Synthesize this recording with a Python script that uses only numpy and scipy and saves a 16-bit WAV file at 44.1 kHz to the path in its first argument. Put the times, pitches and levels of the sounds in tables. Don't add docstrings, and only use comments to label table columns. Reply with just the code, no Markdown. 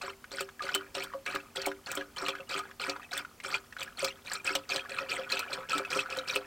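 import sys
import numpy as np
from scipy import signal
from scipy.fft import rfft, irfft, next_fast_len
from scipy.io import wavfile
from scipy.ndimage import uniform_filter1d

SR = 44100
rng = np.random.default_rng(int(sys.argv[2]) if len(sys.argv) > 2 else 0)


def persist_wave(psi):
    counts = np.round(np.clip(psi, -1, 1) * 32767).astype(np.int16)
    wavfile.write(sys.argv[1], SR, np.atleast_2d(counts).T)


N = 284886
TIME = np.arange(N) / SR
QUICKENS_S = 3.9


def from_db(db):
    return 10 ** (np.asarray(db) / 20)


def rms_one(x):
    return x / np.sqrt(np.mean(x ** 2) + 1e-20)


def at_hz(points, hz):
    f, db = np.transpose(points)
    return np.interp(np.log(np.maximum(hz, 1)), np.log(f), db)


def noise(spectrum):
    size = next_fast_len(N)
    hz = np.arange(size // 2 + 1) * SR / size
    white = rfft(rng.standard_normal(size))
    return rms_one(irfft(white * from_db(at_hz(spectrum, hz)), size)[:N])


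def cut(x, hz, kind, order=2):
    sections = signal.butter(order, min(hz, .45 * SR), kind, fs=SR, output="sos")
    return signal.sosfilt(sections, x + 1e-18)


def crackle(spectrum, clump_db, clump_hz):
    clumps = np.clip(rms_one(cut(rng.standard_normal(N), clump_hz, "low")), -2, 2)
    return rms_one(noise(spectrum) * from_db(clump_db * clumps))


def resonate(x, hz, width):
    r = np.exp(-np.pi * width / SR)
    feedback = [1, -2 * r * np.cos(2 * np.pi * hz / SR), r * r]
    return signal.lfilter(np.array([1, 0, -1]) * (1 - r * r) / 2, feedback, x + 1e-18)


def add(track, s, sound):
    i = int(np.clip(round(s * SR), 0, N - 1))
    track[i:i + len(sound)] += sound[:N - i]


def bubble(hz, t60, rise, swell):
    t = np.arange(int(t60 * SR) + 2) / SR
    tone = np.sin(2 * np.pi * hz * t * (1 + rise * t / t60 / 2))
    return tone * from_db(-60 * t / t60) * (1 - np.exp(-t * hz / swell))


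# (frequency [Hz], relative level [dB])
HISS_TONE = [(15, -21), (25, -0.5), (256, -4.5), (416, -7), (714, -9.5), (1290, -9), (1440, -12.5),
             (3250, -16), (3720, -18), (4030, -19.5), (4370, -16.5), (5430, -18), (6210, -18),
             (9840, -20.5), (16000, -21.5)]
# (frequency [Hz], relative level [dB])
SIDE_TONE = [(30, 3), (130, 8), (300, 7), (1000, -11), (5000, 0.5), (16000, 7.5)]
# (pitch [Hz], average level [dB])
HUM_NOTES = [(89, -72.5), (240, -69)]
def background(hiss_db=-59.0, side_db=-69.0):
    hum = sum(from_db(db) * np.sqrt(2) * np.sin(2 * np.pi * hz * TIME) for hz, db in HUM_NOTES)
    side = from_db(side_db) * noise(SIDE_TONE)
    return hum + from_db(hiss_db) * noise(HISS_TONE) + side * np.array([[1], [-1]])


# (delay [s], level [dB])
PANEL_ECHOES = [(.00131, -42), (.00237, -29.5), (.00383, -19.5), (.00541, -15.5), (.00769, -67),
                (0.0115, -18.5)]
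def engine_bay(x, near_db=-11.5, near_t60=0.028, far_db=-31.5, far_t60=0.27):
    t = np.arange(SR // 3) / SR
    near, far = rng.standard_normal((2, len(t))) * (t > .004)
    near = cut(near * from_db(-60 * t / near_t60), 6000, "low", order=1)
    far = cut(far * from_db(-60 * t / far_t60), 2800, "low")
    echoes = from_db(near_db) * near / np.linalg.norm(near) + from_db(far_db) * far / np.linalg.norm(far)
    for delay, db in PANEL_ECHOES:
        echoes[round(delay * SR)] += from_db(db)
    return x + signal.fftconvolve(x, echoes)[:N]


# (pitch [Hz], width [Hz], relative level [dB])
NECK_NOTES = [(725, 60, -4), (880, 40, -7), (1420, 70, -5), (2345, 70, -2), (2520, 110, 1), (3140, 68, 1),
              (3390, 76, 3), (3845, 80, 1), (4165, 110, 3), (4535, 80, 0), (5425, 90, 0), (6130, 63, -2),
              (7090, 130, -2), (7730, 240, 1), (8750, 200, 1)]
def filler_neck(splash):
    ringing = sum(from_db(db + 2.0) * resonate(splash, hz, width) for hz, width, db in NECK_NOTES)
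    return from_db(-2.0) * splash + ringing


def gurgle(splash_db, per_s=60, low_hz=440, high_hz=640, t60=0.032, growth_db=18.5, count=600):
    out = np.zeros(N)
    for when, chance, pitch, bend in rng.random((count, 4)):
        if chance < per_s * TIME[-1] / count:
            db = splash_db[int(when * N)] - 20.0 + growth_db * when
            hz = low_hz * (high_hz / low_hz) ** pitch
            add(out, when * TIME[-1], from_db(db) * bubble(hz, t60, 0.067 * (2 * bend - 1), swell=1.3))
    return out


# (time [s], low note [dB], middle note [dB], high note [dB])
AIR_GULPS = [(0.074, -83, -47, -64), (0.403, -61, -44, -43), (0.749, -43.5, -39, -51),
             (1.142, -58, -72, -34), (1.34, -46, -41, -42), (1.664, -40.5, -38.5, -34),
             (1.968, -43.5, -39.5, -38), (2.218, -46, -41, -45.5), (2.279, -52, -41.5, -38.5),
             (2.394, -67, -61, -42.5), (2.547, -49, -44, -49), (2.878, -42, -41.5, -38.5),
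             (3.191, -55, -54, -73), (4.024, -52, -41, -30), (4.329, -67, -53, -62), (4.5, -49, -43, -46),
             (4.551, -45.5, -64, -34), (4.747, -48.5, -46, -38), (5.011, -55, -54, -38.5),
             (5.183, -64, -49, -33), (5.323, -52, -44.5, -39.5), (5.524, -68, -52, -40.5),
             (5.576, -82, -79, -39), (5.75, -39, -41.5, -62), (5.791, -49, -36.5, -38),
             (5.956, -46.5, -34.5, -33.5), (6.171, -53, -71, -35), (6.354, -47.5, -34, -34)]
def booms(delay_s=0.02, landing_notes_db=(-24, -9, -2.5)):
    landings = [(s + delay_s, *(db + np.array(landing_notes_db))) for s, *_, db in SPOUT_SURGES]
    return landings + list(AIR_GULPS)


# (frequency [Hz], relative level [dB])
THUD_TONE = [(40, -11), (100, -3), (160, 3.5), (300, -6), (470, -23), (600, 19.5), (780, -5.5), (1100, 8),
             (2500, -26)]
def thuds(t60=0.11, swell_s=0.01):
    force, t = np.zeros(N), np.arange(SR // 5) / SR
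    shape = 2 * (1 - np.exp(-t / swell_s)) * from_db(-8.0 - 60 * t / t60)
    for s, *levels in booms():
        add(force, s, np.linalg.norm(from_db(levels)) * shape)
    return force * noise(THUD_TONE)


# (first pitch [Hz], last pitch [Hz], first t60 [s], last t60 [s], answer to the splash [dB])
HOLLOW_NOTES = [(291.3, 287, 0.26, 0.2, 13.5), (389.8, 402, 0.27, 0.17, 16), (543.5, 519, 0.16, 0.19, 7),
                (1247, 1345, 0.084, 0.12, 6), (1374, 1200, 0.33, 0.16, -6.5)]
def hollow_plastic(splash, swell_s=0.007, detune=0.056, glide_s=0.015):
    out, t = np.zeros(N), np.arange(SR // 4) / SR
    drift = (TIME / TIME[-1]) ** 3.03
    shoves = booms()
    for k, (first_hz, last_hz, first_t60, last_t60, answer_db) in enumerate(HOLLOW_NOTES):
        hz = first_hz + (last_hz - first_hz) * drift
        t60 = first_t60 + (last_t60 - first_t60) * drift
        turn = np.exp(2j * np.pi * np.cumsum(hz) / SR)
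        decay = from_db(-60 / (t60.mean() * SR))
        smoothed = signal.lfilter([1 - decay], [1, -decay], splash / turn)
        out += from_db(answer_db) * 2 * np.real(turn * smoothed)
        for (s, *levels), off in zip(shoves, rng.uniform(-0.96, 1, len(shoves))):
            if k < len(levels):
                pitch = np.interp(s, TIME, hz) * (1 + detune * off * np.exp(-t / glide_s))
                tone = np.sin(2 * np.pi * (np.cumsum(pitch) / SR + off))
                shape = (1 - np.exp(-(t / swell_s) ** 2)) * from_db(-60 * t / np.interp(s, TIME, t60))
                add(out, s, from_db(levels[k] + 6.5) * shape * tone)
    return out


# (time [s], relative level [dB], pitch [Hz], t60 [s])
LOUD_BUBBLES = [(0.08, -34.5, 1067, .029), (0.242, -36, 1480, 0.013), (0.384, -31.5, 1470, .034),
                (0.489, -33.5, 1310, 0.0093), (0.594, -38, 1690, 0.032), (0.605, -35.5, 1205, 0.083),
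                (0.69, -24.5, 1450, 0.026), (0.742, -27.5, 3030, 0.033), (0.758, -22.5, 1240, 0.007),
                (0.809, -37, 1420, 0.03), (1.136, -33.5, 1125, 0.03), (1.263, -23.5, 1610, 0.0076),
                (1.276, -32, 2310, 0.043), (1.358, -21.5, 1190, 0.012), (1.569, -30.5, 3360, 0.027),
                (1.617, -29.5, 4470, 0.011), (1.657, -31.5, 2264, 0.056), (1.671, -25.5, 780, 0.014),
                (1.716, -31.5, 1500, 0.013), (1.861, -38.5, 4320, 0.018), (1.973, -30, 3200, 0.014),
                (2.182, -34.5, 4230, 0.018), (2.284, -22.5, 2390, 0.0081), (2.291, -29, 3370, 0.019),
                (2.352, -29, 1430, 0.0081), (2.542, -32, 3170, .026), (2.594, -36, 1237, 0.086),
                (2.712, -37.5, 1510, 0.0085), (2.839, -35.5, 2300, 0.07), (2.897, -32, 4530, 0.021),
                (2.962, -29.5, 950, 0.0055), (3.03, -37, 1740, 0.006), (3.13, -31, 1460, 0.021),
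                (3.134, -27.5, 4500, 0.0044), (3.168, -27.5, 1640, 0.0069), (3.178, -32, 3460, 0.03),
                (3.249, -35.5, 1417, 0.024), (3.401, -33.5, 2030, 0.0058), (3.448, -27, 1380, 0.011),
                (3.542, -24, 2420, 0.027), (3.725, -32.5, 1550, 0.0025), (3.766, -32, 1460, 0.017),
                (3.827, -33, 2530, 0.01), (3.877, -38.5, 1660, 0.019), (4.045, -22, 4800, 0.0056),
                (4.316, -29, 1730, 0.021), (4.334, -28, 7460, 0.011), (4.492, -24, 1410, 0.014),
                (4.558, -24, 2920, 0.016), (4.794, -33.5, 2500, 0.04), (4.85, -37, 1150, 0.022),
                (4.986, -28.5, 2495, 0.052), (4.988, -27.5, 1265, 0.013), (5.322, -24, 4090, 0.022),
                (5.37, -29, 2600, .017), (5.4, -34, 2512, 0.047), (5.462, -37, 1110, 0.018),
                (5.531, -30.5, 4120, 0.021), (5.731, -28, 1317, 0.087), (5.85, -36, 2540, 0.045),
                (5.991, -24, 2570, 0.025), (6.059, -36, 1406, 0.036), (6.187, -28, 3920, 0.015),
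                (6.297, -32, 3800, 0.055), (6.36, -20, 2610, 0.012)]
def large_bubbles(splash_db, gulp_hz=1317, neck_hz=2490, detune=0.022, strays=50):
    rows = list(LOUD_BUBBLES)
    for (s, _, boom_db, _), off in zip(AIR_GULPS, rng.standard_normal(len(AIR_GULPS))):
        db = -31.5 + 0.84 * (boom_db + 34.5)
        rows.append((s + 0.00393, db, gulp_hz * (1 + detune * off), 0.035))
    for (s, _, db, growth_db, _, _), off in zip(SPOUT_SURGES, rng.uniform(-0.56, 1, len(SPOUT_SURGES))):
        if s > QUICKENS_S:
            rows.append((s + .031, db - growth_db / 2 + 7.5, neck_hz * (1 + detune * off), 0.051))
    low_hz, high_hz = 1147, 3400
    for when, size, pitch, life in rng.random((strays, 4)):
        db = -38.5 + 0.78 * (splash_db[int(when * N)] + 42.5) - (2 * size - 1)
        hz = low_hz * (high_hz / low_hz) ** pitch
        rows.append((when * TIME[-1], db, hz, 0.025 * 2 ** (2 * life - 1)))
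    return pops(rows)


def pops(bubbles, burst_db=-4.5, burst_t60=0.023, tear_s=0.0014):
    out, t = np.zeros(N), np.arange(SR // 16) / SR
    burst = (1 - np.exp(-t / tear_s)) * from_db(burst_db - 60 * t / burst_t60)
    for (s, db, hz, t60), tear in zip(bubbles, rng.standard_normal((len(bubbles), len(t)))):
        wet = np.tanh(rms_one(resonate(resonate(tear, hz, width=0.47 * hz), hz, width=2 * hz)))
        add(out, s, from_db(db) * bubble(hz, max(t60, .003), rise=0.023, swell=0.86))
        add(out, s, from_db(db) * burst * wet)
    return out


# (frequency [Hz], relative level [dB])
CRACK_TONE = [(150, -2.5), (700, 14.5), (2000, 10), (4500, 10), (6500, 5.5), (8300, 0.5), (10500, -20.5),
              (16000, -19)]
# (time [s], relative crack [dB], relative sizzle [dB])
LATE_SLAPS = [(0.407, -24.5, -43), (0.748, -18.5, -36.5), (1.036, -37, -46), (1.35, -29, -50),
              (1.662, -26, -38), (1.915, -26.5, -42.5), (1.952, -49, -42.5), (2.283, -28, -49.5),
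              (2.59, -27.5, -54), (2.895, -21.5, -62), (3.176, -40, -42), (3.83, -54, -48),
              (4.046, -19.5, -44), (4.317, -31, -55), (4.552, -15.5, -40.5), (4.76, -20, -55),
              (5.156, -44, -75), (5.318, -44, -50), (5.392, -23.5, -45), (5.78, -22, -51),
              (6.17, -31.5, -50), (6.357, -34, -43)]
def slaps(t60=0.019, tail_db=-19, tail_t60=0.092, sizzle_hz=11500, swell_s=0.00052):
    force, sizzle = np.zeros((2, N))
    t = np.arange(SR // 10) / SR
    shape = (from_db(-60 * t / t60) + from_db(tail_db - 60 * t / tail_t60)) * (1 - np.exp(-t / swell_s))
    landings = [(s + 0.00705, db + 9.5, db - 28) for s, *_, db in SPOUT_SURGES]
    for s, crack_db, sizzle_db in landings + list(LATE_SLAPS):
        add(force, s, from_db(crack_db - 1.0) * shape)
        add(sizzle, s, from_db(sizzle_db + 13.5) * shape)
    crack = force * np.tanh(noise(CRACK_TONE))
    return crack + sizzle * rms_one(cut(noise(CRACK_TONE), sizzle_hz, "high", order=4))


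# (frequency [Hz], relative level [dB])
RUSH_TONE = [(40, -50), (90, 15), (170, 4.5), (300, -1.5), (600, -5), (900, -17), (1400, 13), (2500, 0),
             (3800, -10), (6000, -13), (8500, -14.5), (10200, -30), (13000, -13.5), (16000, -28)]
def rush(splash_db, spray_db, bright_db=14.0, split_hz=3000):
    body = cut(crackle(RUSH_TONE, clump_db=1.5, clump_hz=194), split_hz, "low")
    spray = cut(crackle(RUSH_TONE, clump_db=1.0, clump_hz=169), split_hz, "high")
    return (body + spray * from_db(spray_db + bright_db)) * from_db(splash_db)


# (pitch [Hz], relative level [dB])
SWARM_TONE = [(300, -16), (500, -3), (800, -4.5), (1100, 5.5), (1500, 8.5), (2000, 4), (2800, 10.5),
              (3600, 5.5), (5000, 14.5), (6500, -3.5), (8300, 7.5), (10300, -20), (13000, -16),
              (15500, -19.5)]
def swarm(splash_db, spray_db, spread_db=4.5, fine_hz=3500, count=24000):
    when, chance, pitch, life, sign, size = rng.random((count, 6)).T
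    at = (when * N).astype(int)
    hz = 330 * 47 ** pitch
    per_s = 1700 * from_db(0.6 * (splash_db + 35))
    tilt_db = 0.85 * spray_db[at] * np.clip(np.log2(hz / 1500), 0, 1)
    size_db = spread_db * (4 * size - 2) + at_hz(SWARM_TONE, hz) + tilt_db
    t60 = 19 * 2 ** (2 * life - 1) / np.sqrt(hz * 1500)
    gain = from_db(size_db) / np.sqrt(t60 * per_s[at]) * np.sign(sign - .5)
    coarse, fine = np.zeros((2, N))
    for k in np.flatnonzero(chance < per_s[at] * TIME[-1] / count):
        ring = gain[k] * bubble(hz[k], t60[k], rise=0.14 * life[k], swell=1.0)
        add(fine if hz[k] > fine_hz else coarse, at[k] / SR, ring)
    out = 0
    for track, level_db in (coarse, splash_db), (fine, splash_db + spray_db + 1.5):
        power = uniform_filter1d(uniform_filter1d(rms_one(track) ** 2, size=800), size=800)
        evened = track / (np.abs(power) + 0.052) ** 0.41
        out = out + rms_one(evened) * from_db(level_db)
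    return out


# (time [s], relative level [dB])
LINGERING = [(0, -72), (.7, -41), (1.4, -53.5), (1.9, -55.5), (2.2, -41), (2.8, -45), (3.1, -59),
             (3.8, -48), (4.45, -52.5), (4.7, -44), (5.5, -38), (6.3, -44)]
# (start [s], end [s], relative splash level [dB], growth from start to end [dB],
# fine spray compared with the splash [dB], force of the landing [dB])
SPOUT_SURGES = [(0.01, 0.106, -40.5, -4, -11.5, -40), (0.309, 0.413, -43.5, 12.5, -4.5, -40.5),
                (0.614, 0.753, -42, 1, -7.5, -38), (0.944, 1.041, -38, -1.5, -8.5, -35),
                (1.255, 1.368, -37.5, 2.5, -11, -40), (1.552, 1.691, -41, 0.5, -10, -35),
                (1.862, 2.012, -39, 0, -14.5, -44.5), (2.162, 2.297, -38, 6.5, -9.5, -48),
                (2.489, 2.58, -37, 5.5, -6.5, -45), (2.795, 2.92, -38.5, -3, -8.5, -53),
                (3.11, 3.206, -39.5, 2.5, -9, -43.5), (3.432, 3.557, -39, 10, -6.5, -42.5),
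                (3.783, 3.82, -43, 12.5, -3.5, -59), (3.97, 4.08, -40.5, 5.5, -2.5, -60),
                (4.242, 4.357, -44.5, 14.5, -3.5, -55), (4.444, 4.584, -39, -12, -6.5, -45),
                (4.688, 4.769, -36, -1, -3.5, -45), (4.887, 5.014, -42.5, 6.5, -8.5, -42.5),
                (5.086, 5.206, -40, -9.5, -6, -66), (5.293, 5.399, -39, -3.5, -4, -55),
                (5.489, 5.536, -53, 22.5, 3, -62), (5.687, 5.784, -37, -1, -6.5, -45),
                (5.898, 6.006, -35, 3, -5.5, -38.5), (6.094, 6.197, -42, -1, -9.5, -40.5),
                (6.269, 6.364, -38.5, 1, -3, -42)]
def flow(stop_db_per_s=498.0, fade_db_per_s=35.5, linger_s=0.15, thinning_db=5.5, dull_db=-20.5):
    splash, spray = np.full((2, N), from_db(-73.5) ** 2)
    t = np.arange(SR // 2) / SR
    for start, end, db, growth_db, spray_db, _ in SPOUT_SURGES:
        length = max(end - start, .02)
        rise_s = 0.018 if start > QUICKENS_S else .008
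        opening = np.minimum(t / rise_s, 1)
        after = np.maximum(t - length, 0)
        progress = np.minimum(t / length, 1) - .5
        body_db = db + growth_db * progress - stop_db_per_s * after
        fine_db = body_db + spray_db - thinning_db * progress
        linger_db = np.interp(start, *np.transpose(LINGERING))
        tail_db = linger_db - fade_db_per_s * after - 10 * (after / linger_s) ** 4
        add(splash, start, opening * (from_db(body_db) ** 2 + from_db(tail_db) ** 2))
        add(spray, start, opening * (from_db(fine_db) ** 2 + from_db(tail_db + dull_db) ** 2))
    return 10 * np.log10(splash), 10 * np.log10(spray / splash)


def scene():
    splash_db, spray_db = flow()
    small = from_db(-5.5) * swarm(splash_db, spray_db)
    splash = small + from_db(-12.0) * rush(splash_db, spray_db) + slaps()
    large = from_db(6.5) * large_bubbles(splash_db)
    pour = engine_bay(filler_neck(splash) + large + gurgle(splash_db) + thuds())
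    boom = hollow_plastic(splash + from_db(-9.5) * large)
    return pour + boom + background()


def record(dry):
    return signal.sosfilt(signal.ellip(10, .1, 80, 15900, fs=SR, output="sos"), dry)


dry = scene()
out = record(dry)
persist_wave(out)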